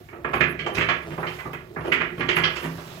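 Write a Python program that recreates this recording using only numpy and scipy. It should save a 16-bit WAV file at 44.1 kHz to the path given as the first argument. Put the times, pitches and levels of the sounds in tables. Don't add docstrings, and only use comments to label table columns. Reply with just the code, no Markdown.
import sys
import numpy as np
from scipy import signal
from scipy.io import wavfile
from scipy.ndimage import uniform_filter1d

SR = 44100
rng = np.random.default_rng(int(sys.argv[2]) if len(sys.argv) > 2 else 0)


def write(x):
    x = np.atleast_2d(x).T
    wavfile.write(sys.argv[1], SR, np.round(np.clip(x, -1, 1) * 32767).astype(np.int16))


N = 132300

# (time [s], peak [dB], then relative to the peak:
# boom [dB], thud [dB], low-mid [dB], treble [dB], tick [dB])
KNOCKS = [(0.0878, -38, -31, -15, -15, -45, -32), (0.1311, -39, -14, 2.5, -1.5, -39, -31),
          (0.247, -22.5, -10, -9, -5, -40, -35), (0.3354, -17, -11, -10, -7, -29, -36),
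          (0.408, -8.5, -15.5, -18.5, -21, -32, -44), (0.5928, -24, -27, -11.5, -23.5, -22, -49),
          (0.6647, -28, -10, -4, 3.5, -15, -31), (0.7495, -32.5, 5.5, -26, -12, -1, -26),
          (0.8098, -12, -40, -17, -19.5, -27, -44), (0.8892, -12, -19.5, -18.5, -14.5, -24.5, -50),
          (1.1806, -33.5, 6, 1.5, 5, -33, -35), (1.2306, -23, -26, -10.5, -4, -57, -45),
          (1.2693, -24.5, -37, -19.5, -35, -21, -70), (1.4554, -33.5, 3.5, 0.5, 1, -58, -26),
          (1.5334, -27.5, -11, -15, -11, -29.5, -17), (1.7643, -25, -3.5, -8.5, -6.5, -69, -51),
          (1.808, -40.5, 7, 2.5, -2, -19, -45), (1.9214, -8.5, -50, -33, -22.5, -30.5, -36),
          (2.2087, -18.5, -8.5, -11.5, -13.5, -29, -49), (2.289, -11.5, -24, -14.5, -22, -21.5, -51),
          (2.3664, -12.5, -13.5, -19, -11, -27.5, -29), (2.4389, -12, -23, -26, -16.5, -15.5, -80),
          (2.7827, -43, -22, -1, 7, -15, -34)]
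# (start [s], swell [s], then the six levels of a knock [dB])
RUBS = [(0.768, 0.026, -14.5, -7.5, -14, -16.5, -25, -29), (1.1, 0.042, -32, -3.5, -7.5, -5, -19, -31),
        (1.382, 0.029, -29, -36, -22, -8, -29, -13), (1.84, .045, -29, -20, 5.5, 4, -15, -24),
        (2.004, .014, -13.5, -22.5, -22.5, -16, -34.5, -47), (2.174, 0.033, -31, 5.5, 3, -2.5, -19, -33),
        (2.555, 0.02, -25.5, -18, -10, -10.5, -13, -20), (2.618, 0.039, -25, -4, -6, -5.5, -20.5, -8)]
COLOUR_HZ = [150, 360, 800, 2000, 5500, 12000]
# (frequency [Hz], relative level [dB])
TUB_MODES = [(68, -12), (110, -9.5), (136, -6), (164, 0), (228, -8), (267, -7), (310, -11), (340, -2),
             (361, -1), (403, -3), (455, -10.5), (512, -10), (590, -13.5), (637, -8), (715, -13.5),
             (840, -28), (1165, -12), (1670, -12.5), (1770, -18.5), (2460, -13.5), (2736, -13),
             (3094, -10.5)]
# (frequency [Hz], relative level per mode [dB])
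SHELL_COLOUR = [(450, 1.5), (1200, 6.5), (1700, -0.5), (2600, 3.5), (3200, 4.5), (3800, -3), (4700, 0),
                (8000, 2.5), (10000, -8.5), (15000, 5)]
# (frequency [Hz], time to fall 60 dB [s])
RING_TIME = [(60, 0.9), (160, 0.59), (420, 0.53), (1100, 0.41), (2900, 0.35), (7700, 0.25), (15000, 0.11)]
# (time [s], frequency [Hz], level [dB])
SINGING_MODES = [(0.594, 1630, -42), (0.59, 3122, -36.5), (0.592, 4370, -50), (0.664, 644, -36),
                 (0.748, 2450, -36), (0.746, 3830, -42.5), (1.27, 3120, -40), (1.385, 2020, -37.5),
                 (2.207, 2810, -44), (2.207, 1169, -31.5), (2.228, 2085, -40), (2.232, 267, -30.5),
                 (2.647, 267, -33), (2.656, 163.8, -25.5)]
# (time [s], level [dB])
GRIND_LEVEL = [(0.0, -39), (0.08, -57.5), (0.23, -43.5), (0.37, -31), (0.43, -36), (0.8, -38),
               (0.94, -47.5), (1.09, -39), (1.59, -51.5), (1.81, -44), (1.94, -32), (2.23, -43.5),
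               (2.36, -38), (2.46, -31.5), (2.59, -54.5), (3.0, -43)]
# (frequency [Hz], relative level [dB], time to fall 60 dB [s])
CHIME_MODES = [(10730, 0, .12), (12790, -5, .08), (12900, -7, .08), (14260, -11, .08)]
# (time [s], level [dB])
CHIME_LEVEL = [(0.0, -68), (0.29, -87), (0.36, -50.5), (0.45, -70), (0.52, -49), (0.58, -93), (0.71, -103),
               (0.74, -49.5), (0.93, -75), (1.21, -64), (1.7, -83), (1.94, -54.5), (1.97, -68), (2.13, -81),
               (2.2, -51), (2.23, -83), (2.34, -109), (2.36, -44), (2.51, -71), (2.65, -54), (2.75, -78)]
# (time [s], level [dB])
RUSTLE_LEVEL = [(0.0, -55), (0.37, -66.5), (0.52, -56.5), (0.78, -55.5), (1.12, -51.5), (1.36, -44),
                (1.59, -58), (2.04, -55.5), (2.41, -48.5), (2.79, -44), (3.0, -43)]
# (frequency [Hz], relative level per Hz [dB])
CLOTH_SPECTRUM = [(300, 0.5), (1200, 2.5), (4000, -7), (7000, -12), (10000, -16), (13000, -10),
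                  (15800, -22)]
# (frequency [Hz], relative level per Hz [dB])
ROOM_SPECTRUM = [(30, -12), (60, 14), (120, 16.5), (350, -7), (2000, -23), (4500, -53), (9000, -55),
                 (13000, -19), (15800, -34)]
# (frequency [Hz], correlation [-1 to 1])
LIKENESS = [(60, 0.97), (290, 1), (640, 0.71), (1410, -0.049), (3100, 0.56), (6820, -0.52), (15000, 0.49)]
# (frequency [Hz], left minus right [dB])
BALANCE = [(60, -4), (110, 4), (200, -5), (380, -6.5), (700, -1), (1290, -8.5), (2380, -13), (4400, -12),
           (8120, -5.5), (15000, 3)]

BOOM_DB, SHELL_DB = -3.5, -28
SPREAD_DB, LUMPY_DB = 2, 2.5
RISE_S, RISE_CYCLES = 0.0052, 0.82
LEAD_S = 0.004
BITE, BITE_S, CHATTER_DB, CHATTER_HZ = 0.2, 0.014, 3.5, 1000
SING_SHARE = 0.95
SLIPS_PER_S, GRIND_WANDER_DB, GRIND_WIDTH_HZ = 450, 3.5, 22.6
ROOM_DB = -49
RIGHT_LAG = 10
RUMBLE_CUT_HZ, TOP_CUT_HZ = 30, 15900
DRIFT_STEP = 40


def knocks(shell_count=1200):
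    sudden = np.insert(np.array(KNOCKS), 1, 1 / SR, axis=1)
    contacts = np.vstack([sudden, RUBS])
    tub_hz, tub_db = np.transpose(TUB_MODES)
    place = (np.arange(shell_count) + rng.random(shell_count)) / shell_count
    shell_hz = 440 + 15300 * place ** 1.8
    hz = np.concatenate([tub_hz, shell_hz])
    own_db = np.concatenate([BOOM_DB + tub_db, SHELL_DB + at_hz(SHELL_COLOUR, shell_hz)])

    t = np.arange(int(0.55 * SR), dtype=np.float32) / SR
    modes = ringing_modes(hz, t)
    gains = [contact_gains(row[2:], hz, own_db, shell_hz[0]) for row in contacts]
    rings = np.array(gains, np.float32) @ modes

    out = np.zeros((2, N + SR))
    chatter = np.resize(drift(CHATTER_HZ), N + SR)
    fade_end = np.clip((t[-1] - t) * 10, 0, 1)
    for (time, swell), ring in zip(contacts[:, :2], rings):
        start = int((time - LEAD_S) * SR)
        at = slice(start, start + len(t))
        fresh = np.exp(-np.maximum(t - swell, 0) / BITE_S)
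        uneven = amp(CHATTER_DB * fresh * chatter[at])
        swelling = np.minimum(t / swell, 1)
        out[:, at] += ring * swelling * (1 + BITE * fresh) * uneven * fade_end
    return out[:, :N]


def ringing_modes(hz, t):
    turns = (np.outer(hz.astype(np.float32), t) + rng.random((len(hz), 1), np.float32)) % 1
    decay_rate = -np.log(1000) / at_hz(RING_TIME, hz)
    decay = np.exp(np.outer(decay_rate.astype(np.float32), t))
    rise_rate = 1 / (RISE_S + RISE_CYCLES / hz)
    rise = np.minimum(np.outer(rise_rate.astype(np.float32), t), 1)
    return np.sin(np.float32(2 * np.pi) * turns) * decay * rise


def contact_gains(levels, hz, own_db, lowest_shell_hz):
    peak_db, boom, thud, low_mid, treble, tick = levels
    mid, side, spread, lumps = rng.standard_normal((4, len(hz)))
    colour_db = at_hz(np.transpose([COLOUR_HZ, [boom, thud, low_mid, 0, treble, tick]]), hz)
    clusters = rms_one(uniform_filter1d(lumps, size=10))
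    colour_db = colour_db + LUMPY_DB * clusters * (hz > lowest_shell_hz)
    push = amp(peak_db + own_db + colour_db + SPREAD_DB * spread)
    return push * stereo(np.sign(mid), np.sign(side), hz)


def singing():
    out = np.zeros((2, N + SR))
    t = np.arange(SR // 2) / SR
    for time, hz, db in SINGING_MODES:
        rise = np.minimum(t / (RISE_S + RISE_CYCLES / hz), 1)
        decay = amp(db - 60 * t / (SING_SHARE * at_hz(RING_TIME, hz)))
        tone = rise * decay * np.exp(2j * np.pi * (hz * t + rng.random()))
        start = int(time * SR)
        out[:, start:start + len(t)] += stereo(tone.real, tone.imag, hz)
    return out[:, :N]


def grind():
    thread = slips()
    radius = np.exp(-np.pi * GRIND_WIDTH_HZ / SR)
    out = 0
    for k, (hz, db) in enumerate(TUB_MODES):
        if hz < 1000:
            level = amp(db + GRIND_WANDER_DB * drift(5.0))
            out = out + (-1) ** k * level * resonate(thread, hz, radius)
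    return amp(in_time(GRIND_LEVEL)) * rms_one(out)


def chime():
    thread = slips()
    out = 0
    for hz, db, t60 in CHIME_MODES:
        radius = amp(-60 / (t60 * SR))
        out = out + amp(db) * rms_one(resonate(thread, hz, radius))
    return amp(in_time(CHIME_LEVEL)) * out


def slips():
    strength = amp(4.04 * np.minimum(rng.exponential(1, (2, N)), 4))
    sign = rng.choice([-1, 1], (2, N))
    happens = rng.random((2, N)) < SLIPS_PER_S / SR
    return happens * strength * sign + 1e-18


def resonate(x, hz, radius):
    poles = [1, -2 * radius * np.cos(2 * np.pi * hz / SR), radius * radius]
    mid, side = signal.lfilter([1 - radius, 0, radius - 1], poles, x)
    return stereo(mid, side, hz)


def rustle():
    return amp(in_time(RUSTLE_LEVEL)) * banded_noise(CLOTH_SPECTRUM, patchy_db=1.65)


def room_tone():
    return amp(ROOM_DB) * banded_noise(ROOM_SPECTRUM, patchy_db=0.5)


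def banded_noise(spectrum, patchy_db):
    out, together = 0, drift(6.0)
    edges = 22 * 2 ** np.arange(0, 10, 0.5)
    white = rng.standard_normal((2, 2, N))
    for k, (low, high) in enumerate(zip(edges, edges[1:])):
        band = signal.butter(2, [low, high], "band", fs=SR, output="sos")
        mid, side = signal.sosfilt(band, white[k % 2])
        hz = np.sqrt(low * high)
        flicker_db = patchy_db * (0.043 * together + drift(27))
        out = out + amp(at_hz(spectrum, hz) + flicker_db) * stereo(mid, side, hz)
    return rms_one(out)


def drift(rate_hz):
    r = np.exp(-2 * np.pi * DRIFT_STEP * rate_hz / SR)
    noise = rng.standard_normal(N // DRIFT_STEP + 2002)
    slow = signal.lfilter([1], [1, -2 * r, r * r], noise)[2000:]
    return np.interp(np.arange(N) / DRIFT_STEP, np.arange(len(slow)), rms_one(slow))


def stereo(mid, side, hz):
    alike = np.clip(at_hz(LIKENESS, hz), -1, 1)
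    lean_db = at_hz(BALANCE, hz) / 2
    mid, side = np.sqrt(1 + alike) * mid, np.sqrt(1 - alike) * side
    return np.array([amp(lean_db) * (mid + side), amp(-lean_db) * (mid - side)]) / np.sqrt(2)


def at_hz(points, hz):
    points = np.array(points)
    return np.interp(np.log(hz), np.log(points[:, 0]), points[:, 1])


def in_time(rows):
    return np.interp(np.arange(N) / SR, *np.transpose(rows))


def amp(db):
    return 10 ** (np.asarray(db) / 20)


def rms_one(x):
    return x / np.sqrt(np.mean(x ** 2) + 1e-20)


def scene():
    return knocks() + singing() + grind() + chime() + rustle() + room_tone()


def record(dry):
    right = np.append(np.zeros(RIGHT_LAG), dry[1, :-RIGHT_LAG])
    rumble_cut = signal.butter(4, RUMBLE_CUT_HZ, "high", fs=SR, output="sos")
    top_cut = signal.ellip(12, 0.5, 70, TOP_CUT_HZ, fs=SR, output="sos")
    return signal.sosfilt(top_cut, signal.sosfilt(rumble_cut, [dry[0], right]))


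dry = scene()
out = record(dry)
write(out)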